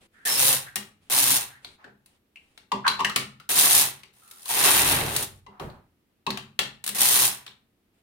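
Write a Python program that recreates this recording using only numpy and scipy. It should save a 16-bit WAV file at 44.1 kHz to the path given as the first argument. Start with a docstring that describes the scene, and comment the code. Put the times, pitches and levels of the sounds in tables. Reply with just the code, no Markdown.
"""A soft hiss fades in a quiet workroom, then come faint rubs and a carriage rasping along a knitting machine.
Carriages are pushed by hand over the steel needle bed; their cams flick up to about 150 needles a second.
Needles and casing are bursts of noise through filters, the bed drones at the needle rate, and the rails rumble.
Between strokes a light plastic carriage is lifted off, knocked on the rail and latched on: noise and short rings.
The heavy main carriage passes once: it growls, sways the table and lands on its stop with a thud and a boom."""
import sys
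import numpy as np
from scipy import signal
from scipy.fft import rfft, irfft, next_fast_len
from scipy.io import wavfile

SR = 44100
rng = np.random.default_rng(int(sys.argv[2]) if len(sys.argv) > 2 else 0)


def master(y):
    """Save y as 16-bit WAV."""
    cut = np.clip(np.atleast_2d(y).T, -1, 1)
    pcm = np.round(cut * 32767)  # scale
    wavfile.write(sys.argv[1], SR, pcm.astype(np.int16))


N = 353682
TIME = np.arange(N) / SR  # seconds

# Tones that the bed and its case ring with: f/Hz, relative level/dB, time to fall 60 dB t60/s
BED_MODES = [(133, -5.5, 0.16), (204, -2, 0.13), (378.3, -4.5, 0.22), (821.2, -1.5, 0.26), (996, -2.5, .15),
             (1147, -5, 0.1), (1480, -10.5, 0.03), (1800, -3, 0.048), (2784, 3.5, 0.037), (3850, -3, 0.11)]
# Tones of the needle latches: f/Hz, width/Hz, relative level/dB
LATCH_MODES = [(2730, 150, -5.5), (3800, 250, -11), (5300, 100, -4), (6800, 300, -11), (9150, 220, 4.5),
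               (10020, 220, 0), (10580, 140, 6.5), (14460, 600, 1.5)]

# Tone colour of each noise: f/Hz, relative level per Hz/dB
# the needles
NEEDLE_COLOUR = [(1200, -23), (2400, -10.5), (3100, -5), (4200, -3), (4900, -5.5), (6300, -3.5),
                 (7700, -4.5), (8600, -1.5), (9500, 3), (10600, -2.5), (12200, -4), (14200, 0.5),
                 (16500, -21)]
# the clattering casing
CASING_COLOUR = [(120, -20.5), (260, -1), (520, -1), (680, 0.5), (900, 3.5), (1130, 1), (1350, -1),
                 (1800, 2), (2300, -1.5), (2800, 0.5), (4200, -2.5), (6000, -38), (16000, -34.5)]
# the rumbling rails
RUMBLE_COLOUR = [(25, -28), (55, -16.5), (85, -10.5), (110, -7), (137, 4.5), (200, -9.5), (260, -7.5),
                 (400, -5.5), (900, -39), (4000, -74)]
# the clack of a knock
KNOCK_COLOUR = [(150, -26), (500, -9), (1000, -4), (1500, -3.5), (2800, 0), (4200, -3), (5200, -8.5),
                (8000, -14.5), (16000, -30)]
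# the sharp crack of a knock
CRACK_COLOUR = [(1500, -19), (4500, -7.5), (6500, -7), (9500, 1.5), (12000, -6), (16000, -7.5)]
# the thump through the table
THUMP_COLOUR = [(25, -12), (70, -8.5), (135, -6), (200, 1), (290, -5), (380, -4.5), (600, -5),
                (1500, -34.5), (6000, -69.5)]
# the swaying table
SWAY_COLOUR = [(22, -17), (38, -6), (51, 7), (68, -8), (86, 5.5), (125, -8), (200, -22), (800, -59.5)]
# the soft hisses
HISS_COLOUR = [(200, 19), (1500, 5.5), (3000, 9.5), (6000, -2.5), (9500, 3.5), (12000, -9), (16000, -16)]
# the growl of the heavy carriage
GROWL_COLOUR = [(120, -15.5), (250, -12), (385, 0), (470, -5), (640, -7), (950, -11), (1600, -17.5),
                (5000, -38.5)]
# the quiet room
ROOM_TONE = [(15, -36), (25, -8), (102, -3), (153, -9), (212, -1.5), (363, -7.5), (545, -15), (818, -19.5),
             (1400, -22.5), (2840, -24), (6740, -33.5), (14000, -29.5), (16000, -34.5)]

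# How long reflections last in the workroom: f/Hz, time to fall 60 dB t60/s
ROOM_DECAY = [(100, 0.91), (300, 0.057), (1000, 0.38), (4000, 0.3), (8000, 0.26), (15000, 0.21)]
# Gain of the left-right difference: f/Hz, gain/dB
STEREO_WIDTH = [(50, -14), (160, -14.5), (350, -8), (700, -4), (1300, 0)]

# Soft hisses swell and fade: start t/s, end t/s, level/dB before they are made uneven
HISSES = [(0.0, 0.078, -58), (0.1, 0.294, -66), (0.999, 1.12, -64.5), (1.6, 1.783, -57.5),
          (2.05, 2.197, -68.5), (2.32, 2.68, -68), (7.922, 8.022, -73)]
# Rubs, squeals and hums of the moving carriage, as narrow bands of noise:
# start t/s, end t/s, f/Hz, width of each of two filters/Hz, direct level/dB
RUBS_AND_HUMS = [(0.125, 0.27, 1624, 490, -61), (0.249, 0.291, 1750, 202, -33),
                 (0.269, 0.4, 5330, 200, -32.5), (0.3, 0.593, 516, 89, -41),
                 (0.659, 0.699, 1635, 510, -46.5), (1.138, 1.39, 271.3, 16, -45.5),
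                 (1.48, 1.604, 1670, 600, -58), (1.768, 1.914, 1004, 1200, -60.5),
                 (2.84, 2.888, 1540, 370, -27), (2.847, 2.883, 1037, 180, -25.5),
                 (4.184, 4.428, 1300, 280.6, -64.5), (5.453, 5.845, 963, 580, -59),
                 (6.863, 7.305, 1929, 167, -47.5)]
# Pushes of the light carriage: meets the needles t/s, reaches full level t/s, leaves them t/s, rasp level/dB,
# lead-in level relative to the rasp/dB, rail rumble level/dB (levels before mixing), full needle rate/(1/s)
PUSHES = [(0.252, 0.395, 0.53, -21.5, -6, -41, 137), (1.099, 1.126, 1.363, -22.5, -10, -43, 128),
          (3.491, 3.579, 3.818, -20, -6, -47, 149), (6.948, 7.005, 7.256, -21.5, -10.5, -51, 127)]
# The one pass of the heavy carriage: t/s, then rasp, clatter and rumble level/dB; each layer has its own gain
HEAVY_PASS = [(4.13, -64, -70, -80), (4.444, -50, -60.5, -82), (4.504, -29, -37.5, -62),
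              (4.532, -27, -33, -55), (4.678, -20, -22, -44.5), (4.876, -24.5, -28.5, -35),
              (4.922, -24, -25, -32.5), (5.048, -36.5, -34, -32.5), (5.232, -32, -37, -41.5),
              (5.296, -64, -82.5, -58.5), (5.4, -67, -86, -66.5)]
# A steel cam clicks against a needle: t/s, level/dB before its mix
CLICKS = [(0.7569, -13), (2.0593, -44.5), (3.1597, -12), (4.3113, -33), (4.456, -27), (5.1627, -9),
          (5.225, -21), (6.8402, -21.5), (6.863, -18.5), (6.876, -15.5), (6.89, -16.5), (6.95, -27),
          (6.9853, -15.5)]
# The carriage clacks into its seat: t/s, level/dB, centre f/Hz of the struck part, level of its ring/dB
CLACKS = [(0.764, -19.5, 2045, -35.5), (1.6463, -31, 3890, -29.5), (2.358, -47.5, 2567, -38.5),
          (2.37, -53.5, 2690, -42.5), (2.5757, -35.5, 3320, -54), (2.8783, -9.5, 3993, -12),
          (3.0463, -11.5, 1846, -15), (3.0958, -21, 1207, -29), (3.1603, -7.5, 1173, -26),
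          (3.399, -37.5, 1336, -45), (4.033, -35.5, 2340, -43.5), (4.4567, -34, 1085, -43),
          (5.597, -33, 1175, -35.5), (5.699, -49.5, 4100, -46), (6.2654, -25.5, 3870, -24),
          (6.3042, -19.5, 4180, -22), (6.3725, -22, 1152, -41.5), (6.5902, -7, 3210, -20),
          (7.464, -30.5, 2605, -43.5), (7.478, -37.5, 3740, -36)]
# The hollow plastic body bumps on the rail: t/s, level/dB, centre f/Hz of the struck part, thump level/dB
BUMPS = [(1.8419, -38.5, 1606, -46.5), (2.7176, -15.5, 1018, -30.5), (2.865, -15, 1076, -50),
         (2.9921, -21, 991, -38), (3.0032, -15.5, 1045, -38), (4.493, -28.5, 897, -47),
         (5.4638, -40, 994, -48.5), (5.5964, -36, 880, -38), (6.2656, -20.5, 1016, -29)]
# Steel catches ring on after a knock: t/s, centre f/Hz, level/dB, cycles to fall 60 dB
CATCHES = [(2.88, 4040, -22.5, 500), (3.047, 2946, -5.5, 30), (5.465, 2020, -52, 170),
           (6.266, 2570, -29.5, 140)]

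BACKGROUND_DB, CUTOFF_HZ, CLICK_HZ = -68.5, 16000, 3970
# The casing clatters below the rasp; casing and rails follow a share of its swing, and the rails build up slowly.
CLATTER_DB, CLATTER_FOLLOWS, RUMBLE_FOLLOWS, RUMBLE_BUILD_S = -10.5, 0.68, 1, 0.051
# A harder push is a faster one: the speed follows this share of the swing in dB.
SPEED_FOLLOWS, SLOWEST_NEEDLES_PER_S, HEAVY_NEEDLES_PER_S = 0.15, 65, 149
# The rasp starts quieter, then rises to full level over ENGAGE_S; past the last needle it dies away.
ENGAGE_S, RUN_OUT_DB_PER_S = 0.025, 245
# Growl and sway of the heavy carriage, relative to its rumble; the table settles slowly.
GROWL_DB, SWAY_DB, SETTLE_DB_PER_S = 1, -4, 67
# The heavy carriage runs into the end stop.
STOP_S, STOP_THUD_DB, STOP_BOOM_DB, STOP_SWAY_DB = 5.597, -30.5, -33.5, -37
# Loose parts rattle on: typical time between rebounds, level of the first, extra loss of each further one.
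REBOUND_S, REBOUND_DB, REBOUND_LOSS_DB = 0.018, -15, 3.5
# What each kind of knock is made of, relative to its own level
CLICK_MIX = dict(clack_db=-7.5, ring_db=-13, thump_db=-30)
CLACK_MIX = dict(crack_db=-10, thump_db=-27)
BUMP_MIX = dict(clack_db=0, ring_db=-0.5, crack_db=-28.5, attack_s=0.003)


def from_db(db):
    """Turn decibels into a gain."""
    return 10 ** (np.asarray(db) / 20)


def rms_one(x):
    """Scale to an average (rms) strength of 1."""
    return x / np.sqrt(np.mean(x ** 2) + 1e-20)


def at_hz(points, hz):
    """Read a table between its points, on a log-frequency axis."""
    known_hz, values = np.transpose(points)
    return np.interp(np.log(np.maximum(hz, 1)), np.log(known_hz), values)


def convolve(x, response):
    """Let every sample set off the same response, keeping the length."""
    full = signal.oaconvolve(np.atleast_2d(x), np.atleast_2d(response), axes=-1)
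    return full[:, :x.shape[-1]]


def colour(x, spectrum, size=4096):
    """Filter to a tone colour, without sound ahead of its cause (minimum phase) and with unit power gain."""
    hz = np.linspace(0, SR / 2, size // 2 + 1)
    cepstrum = irfft(np.log(from_db(at_hz(spectrum, hz))))
    # folding the cepstrum forward in time makes the phase minimal
    cepstrum[1:size // 2] *= 2
    response = irfft(np.exp(rfft(cepstrum[:size // 2], size)))
    return convolve(x, response / np.linalg.norm(response))


def resonate(x, hz, width_hz):
    """Pass a sound through one resonance, with gain 1 at its peak."""
    return signal.lfilter(*signal.iirpeak(hz, hz / width_hz, fs=SR), x)


def dying(t, t60):
    """Fade that falls 60 dB in t60 seconds."""
    return np.exp(-np.log(1000) * t / t60)


def drift(rate):
    """Random wandering of about unit size, with a new target so many times a second."""
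    targets = rng.standard_normal(2000).clip(-2, 2)
    return np.interp(TIME * rate, np.arange(2000), targets)


def panned(left_db):
    """Left and right gains for a level difference."""
    return from_db(np.vstack([left_db / 2, -left_db / 2]))


def add(out, s, sound):
    """Mix a short sound in at a given time."""
    start = round(s * SR)
    out[:, start:start + sound.shape[1]] += sound[:, :N - start]


def quiet_room():
    """The room's steady background is coloured noise."""
    return from_db(BACKGROUND_DB) * colour(rng.standard_normal((2, N)), ROOM_TONE)


def soft_hisses():
    """Soft hisses are coloured noise that swells, fades and wavers in level."""
    swells = np.zeros((1, N))
    for start, end, db in HISSES:
        swell = signal.windows.tukey(round((end - start) * SR), .5)
        add(swells, start, from_db(db) * swell[None])
    uneven = from_db(0.77 * drift(57))
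    return swells * uneven * colour(rng.standard_normal((2, N)), HISS_COLOUR)


def rubs_and_hums():
    """Rubs, squeals and hums of the moving carriage are narrow bands of noise, swelling and fading."""
    out = np.zeros((2, N))
    for start, end, hz, width_hz, db in RUBS_AND_HUMS:
        length = round((end - start) * SR)
        noise = rng.standard_normal((2, length))
        band = resonate(resonate(noise, hz, width_hz), hz, width_hz)
        add(out, start, from_db(db) * rms_one(band * signal.windows.tukey(length, .5)))
    return out


def workroom(x, first_echo_s, count=9):
    """Blurred reflections off the room, each band dying at its own pace; unit power gain in the middle range."""
    t = TIME[:int(.7 * SR)]
    edges = np.geomspace(40, 18000, count + 1)
    tail = 0
    for low, high in zip(edges, edges[1:]):
        band_filter = signal.butter(2, [low, high], "band", fs=SR, output="sos")
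        band = signal.sosfilt(band_filter, rng.standard_normal((2, len(t))))
        tail = tail + band * dying(t, at_hz(ROOM_DECAY, np.sqrt(low * high)))
    # silent until the first echo, then building up
    arrival = np.clip(t / first_echo_s - 1, 0, 1)
    middle_size = np.linalg.norm(arrival * dying(t, at_hz(ROOM_DECAY, 1000)))
    return convolve(x, tail * arrival / middle_size)


def heavy_pass(rasp_db=-0.8, clatter_db=-0.77, rumble_db=-0.5):
    """Levels (dB) of the heavy carriage's rasp, clatter and rumble, each layer with its own overall gain."""
    s, *levels = np.transpose(HEAVY_PASS)
    gains_db = rasp_db, clatter_db, rumble_db
    return [np.interp(TIME, s, level + gain, -200, -200) for level, gain in zip(levels, gains_db)]


def effort():
    """Rasp, clatter and rumble (gains) and needle rate (per s) over all passes of both carriages."""
    rasp, clatter, rumble = (from_db(db) for db in heavy_pass())
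    speed = HEAVY_NEEDLES_PER_S * (rasp / rasp.max()) ** SPEED_FOLLOWS
    for start, full, leaves, rasp_db, lead_in_db, rumble_db, needles_per_s in PUSHES:
        begun = TIME >= start
        build_up = 1 - np.exp(-np.maximum(TIME - start, 0) / RUMBLE_BUILD_S)
        lead_in = lead_in_db * np.clip((full - TIME) / ENGAGE_S, 0, 1)
        run_out = RUN_OUT_DB_PER_S * np.maximum(TIME - leaves, 0)
        swing_db = lead_in - run_out
        rasp = rasp + begun * from_db(rasp_db + swing_db)
        clatter = clatter + begun * from_db(rasp_db + CLATTER_DB + CLATTER_FOLLOWS * swing_db)
        rumble = rumble + build_up * from_db(rumble_db + RUMBLE_FOLLOWS * swing_db)
        speed = np.maximum(speed, begun * needles_per_s * from_db(SPEED_FOLLOWS * swing_db))
    return rasp, clatter, rumble, np.maximum(speed, SLOWEST_NEEDLES_PER_S)


def needle_hits(travel, t60, uneven_db=3.0, jitter=.1, slide=.5, cams=2):
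    """Each cam meets one needle after another: brief bursts on top of sliding friction."""
    needles = np.arange(int(travel[-1]))
    energy = np.zeros(N)
    for _ in range(cams):
        chance = rng.standard_normal((len(needles), 2))
        # jitter is a share of the needle spacing
        place = needles + rng.random() + jitter * chance[:, 0]
        at = np.searchsorted(travel, place).clip(0, N - 1)
        energy[at] += from_db(uneven_db * chance[:, 1].clip(-2, 2)) ** 2
    energy = np.abs(convolve(energy, dying(TIME[:SR // 10], t60) ** 2))
    strength = np.sqrt(energy / energy.mean() + slide)
    return rms_one(strength * rng.standard_normal((2, N)))


def bed(force):
    """A force sets the bed ringing in several fading tones, with its own phases on each side."""
    t = TIME[:SR // 2]
    phases = rng.uniform(0, 2 * np.pi, (len(BED_MODES), 2, 1))
    response = 0
    for (hz, db, t60), phase in zip(BED_MODES, phases):
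        ring = dying(t, t60) * np.sin(2 * np.pi * hz * t + phase)
        response = response + from_db(db) / np.sqrt(t60) * ring
    return convolve(force, response / np.linalg.norm(response[0]))


def strokes():
    """Needles tick and their latches ring, the casing clatters with them, and the bed drones."""
    rasp, clatter, rumble, speed = effort()
    travel = np.cumsum(speed) / SR  # needles passed so far
    # the working needles lie a little to the left
    side = panned(0.51)
    rasp, clatter = side * rasp, side * clatter
    # some needles bind more than others, so the push is uneven
    binding = from_db(1.1 * drift(60))
    ticks = binding * needle_hits(travel, t60=.032)
    rattle = binding * needle_hits(travel, t60=.036)
    # no two needles are alike, so each latch resonance comes and goes
    latches = 0
    for hz, width_hz, db in LATCH_MODES:
        wavering = from_db(db + 6.2 * drift(30))
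        latches = latches + wavering * rms_one(resonate(ticks, hz, width_hz))
    needles = from_db(0.8) * colour(ticks * rasp, NEEDLE_COLOUR)
    needles = needles + from_db(-11.0) * rasp * rms_one(latches)
    casing_force = rattle * clatter
    casing = from_db(0.83) * colour(casing_force, CASING_COLOUR) + from_db(-8.5) * bed(casing_force)
    # the bed booms when the needle rate meets its lowest mode
    drone = from_db(4.0) * resonate(np.sin(2 * np.pi * travel), hz=137.7, width_hz=6.6)
    octave = from_db(-8.0) * np.sin(4 * np.pi * travel)
    rails = rumble * (from_db(-4.5) * colour(rattle, RUMBLE_COLOUR) + drone + octave)
    return needles + casing + rails


def burst(t60, rise):
    """A contact is noise that builds quickly and chatters away."""
    t = TIME[:SR // 3]
    return rng.standard_normal((2, len(t))) * dying(t, t60) * (1 - np.exp(-t / rise))


def rattling(sound, count=3):
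    """A contact is followed by a few unevenly spaced, weaker rebounds."""
    out = sound.copy()
    times = np.cumsum(REBOUND_S * (.5 + rng.random(count)))
    for k, s in enumerate(times):
        lag = round(s * SR)
        out[:, lag:] += from_db(REBOUND_DB - k * REBOUND_LOSS_DB) * sound[:, :-lag]
    return out


def struck_part(hz, spread, cycles, count=5):
    """A small plastic or steel part rings briefly in a cluster of close tones."""
    t = TIME[:SR // 3]
    modes_hz = hz * (1 + spread * (np.linspace(-1, 1, count) + rng.normal(0, 0.023, count)))
    weights = np.hanning(count + 2)[1:-1, None]
    phases = rng.uniform(0, 2 * np.pi, (count, 1)) + rng.normal(0, 1.0, (2, count, 1))
    envelope = dying(t, cycles / hz) * (1 - np.exp(-t * hz / 2.6))
    tones = weights * np.sin(2 * np.pi * modes_hz[:, None] * t + phases)
    ring = tones.sum(axis=1) * envelope
    # each side gets the energy of the envelope
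    return ring * np.linalg.norm(envelope) / np.linalg.norm(ring, axis=1, keepdims=True)


def knock(level_db, hz, clack_db=0, ring_db=0, crack_db=0, thump_db=0, attack_s=0.0012):
    """One knock as its four short sounds: clack, ringing part, crack and thump."""
    part = struck_part(hz, spread=.22, cycles=100, count=11)
    # the low plastic parts also give an overtone
    if hz < 1500:
        part = part + from_db(-9.0) * struck_part(2.8 * hz, spread=0.048, cycles=60)
    clack = rattling(burst(t60=0.028, rise=attack_s))
    crack = burst(t60=0.028, rise=0.00083)
    thump = burst(t60=0.28, rise=0.0099)
    levels = clack_db, ring_db, crack_db, thump_db
    return [from_db(level_db + db) * sound for db, sound in zip(levels, (clack, part, crack, thump))]


def knocks():
    """Each knock has a clack, a ringing part, a sharp crack and a thump through the table, and wakes the bed."""
    layers = np.zeros((4, 2, N))
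    events = [(s, knock(db, CLICK_HZ, **CLICK_MIX)) for s, db in CLICKS]
    events += [(s, knock(db, hz, ring_db=ring_db - db, **CLACK_MIX)) for s, db, hz, ring_db in CLACKS]
    events += [(s, knock(db, hz, thump_db=thump_db - db, **BUMP_MIX)) for s, db, hz, thump_db in BUMPS]
    for s, sounds in events:
        for layer, sound in zip(layers, sounds):
            add(layer, s, sound)
    clack, part, crack, thump = layers
    for s, hz, db, cycles in CATCHES:
        add(part, s, from_db(db) * struck_part(hz, spread=0.018, cycles=cycles))
    direct = from_db(-2.0) * colour(clack, KNOCK_COLOUR) + part
    direct = direct + from_db(-2.0) * colour(crack, CRACK_COLOUR)
    thump = colour(thump, THUMP_COLOUR)
    upper = panned(2.7) * (direct + from_db(-14.0) * bed(clack))
    return upper + from_db(-0.5) * thump + from_db(-11.5) * bed(thump)


def sway():
    """The heavy carriage growls along its rail and shakes the table, which settles slowly."""
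    load = from_db(heavy_pass()[2])
    settling = from_db(-SETTLE_DB_PER_S * TIME)
    # shaking rises with the load but falls no faster than the table settles
    shaking = np.maximum.accumulate(load / settling) * settling
    table = from_db(SWAY_DB) * shaking * colour(rng.standard_normal((2, N)), SWAY_COLOUR)
    growl = from_db(GROWL_DB) * load * colour(rng.standard_normal((2, N)), GROWL_COLOUR)
    return table + growl


def end_stop(thud_rise_s=0.016, thud_t60=0.4, swell_s=0.053, swell_t60=0.38):
    """The heavy carriage lands on its stop: a quick thud in the rail, a slower boom of the bed and table sway."""
    since = np.maximum(TIME - STOP_S, 0)
    thud = (1 - np.exp(-since / thud_rise_s)) * dying(since, thud_t60)
    swell = (1 - np.exp(-since / swell_s)) * dying(np.maximum(since - swell_s, 0), swell_t60)
    noise = rng.standard_normal((3, 2, N))
    rail = from_db(STOP_THUD_DB) * colour(noise[0], GROWL_COLOUR)
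    ringing = resonate(resonate(noise[1], hz=150.4, width_hz=120), hz=150.4, width_hz=120)
    boom = from_db(STOP_BOOM_DB) * rms_one(ringing)
    table = from_db(STOP_SWAY_DB) * colour(noise[2], SWAY_COLOUR)
    return thud * rail + swell * (boom + table)


def scene():
    """The machine close by, its reflections, soft hisses, and the quiet room."""
    pushes = strokes()
    blows_and_rubs = knocks() + rubs_and_hums()
    reflections = workroom(from_db(-7.0) * pushes + from_db(-2.5) * blows_and_rubs, first_echo_s=0.0012)
    machine = pushes + blows_and_rubs + sway() + end_stop()
    return quiet_room() + soft_hisses() + machine + reflections


def record(dry):
    """Two close microphones hear the bass nearly alike; peaks are rounded and the top is cut."""
    mid, side = (dry[0] + dry[1]) / 2, (dry[0] - dry[1]) / 2
    size = next_fast_len(N + SR)
    width = from_db(at_hz(STEREO_WIDTH, np.fft.rfftfreq(size, 1 / SR)))
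    side = irfft(rfft(side, size) * width, size)[:N]
    rounded = 1.1 * np.tanh(np.array([mid + side, mid - side]) / 1.1)
    top_cut = signal.ellip(10, .1, 80, CUTOFF_HZ, fs=SR, output="sos")
    return signal.sosfilt(top_cut, rounded)


dry = scene()
out = record(dry)
master(out)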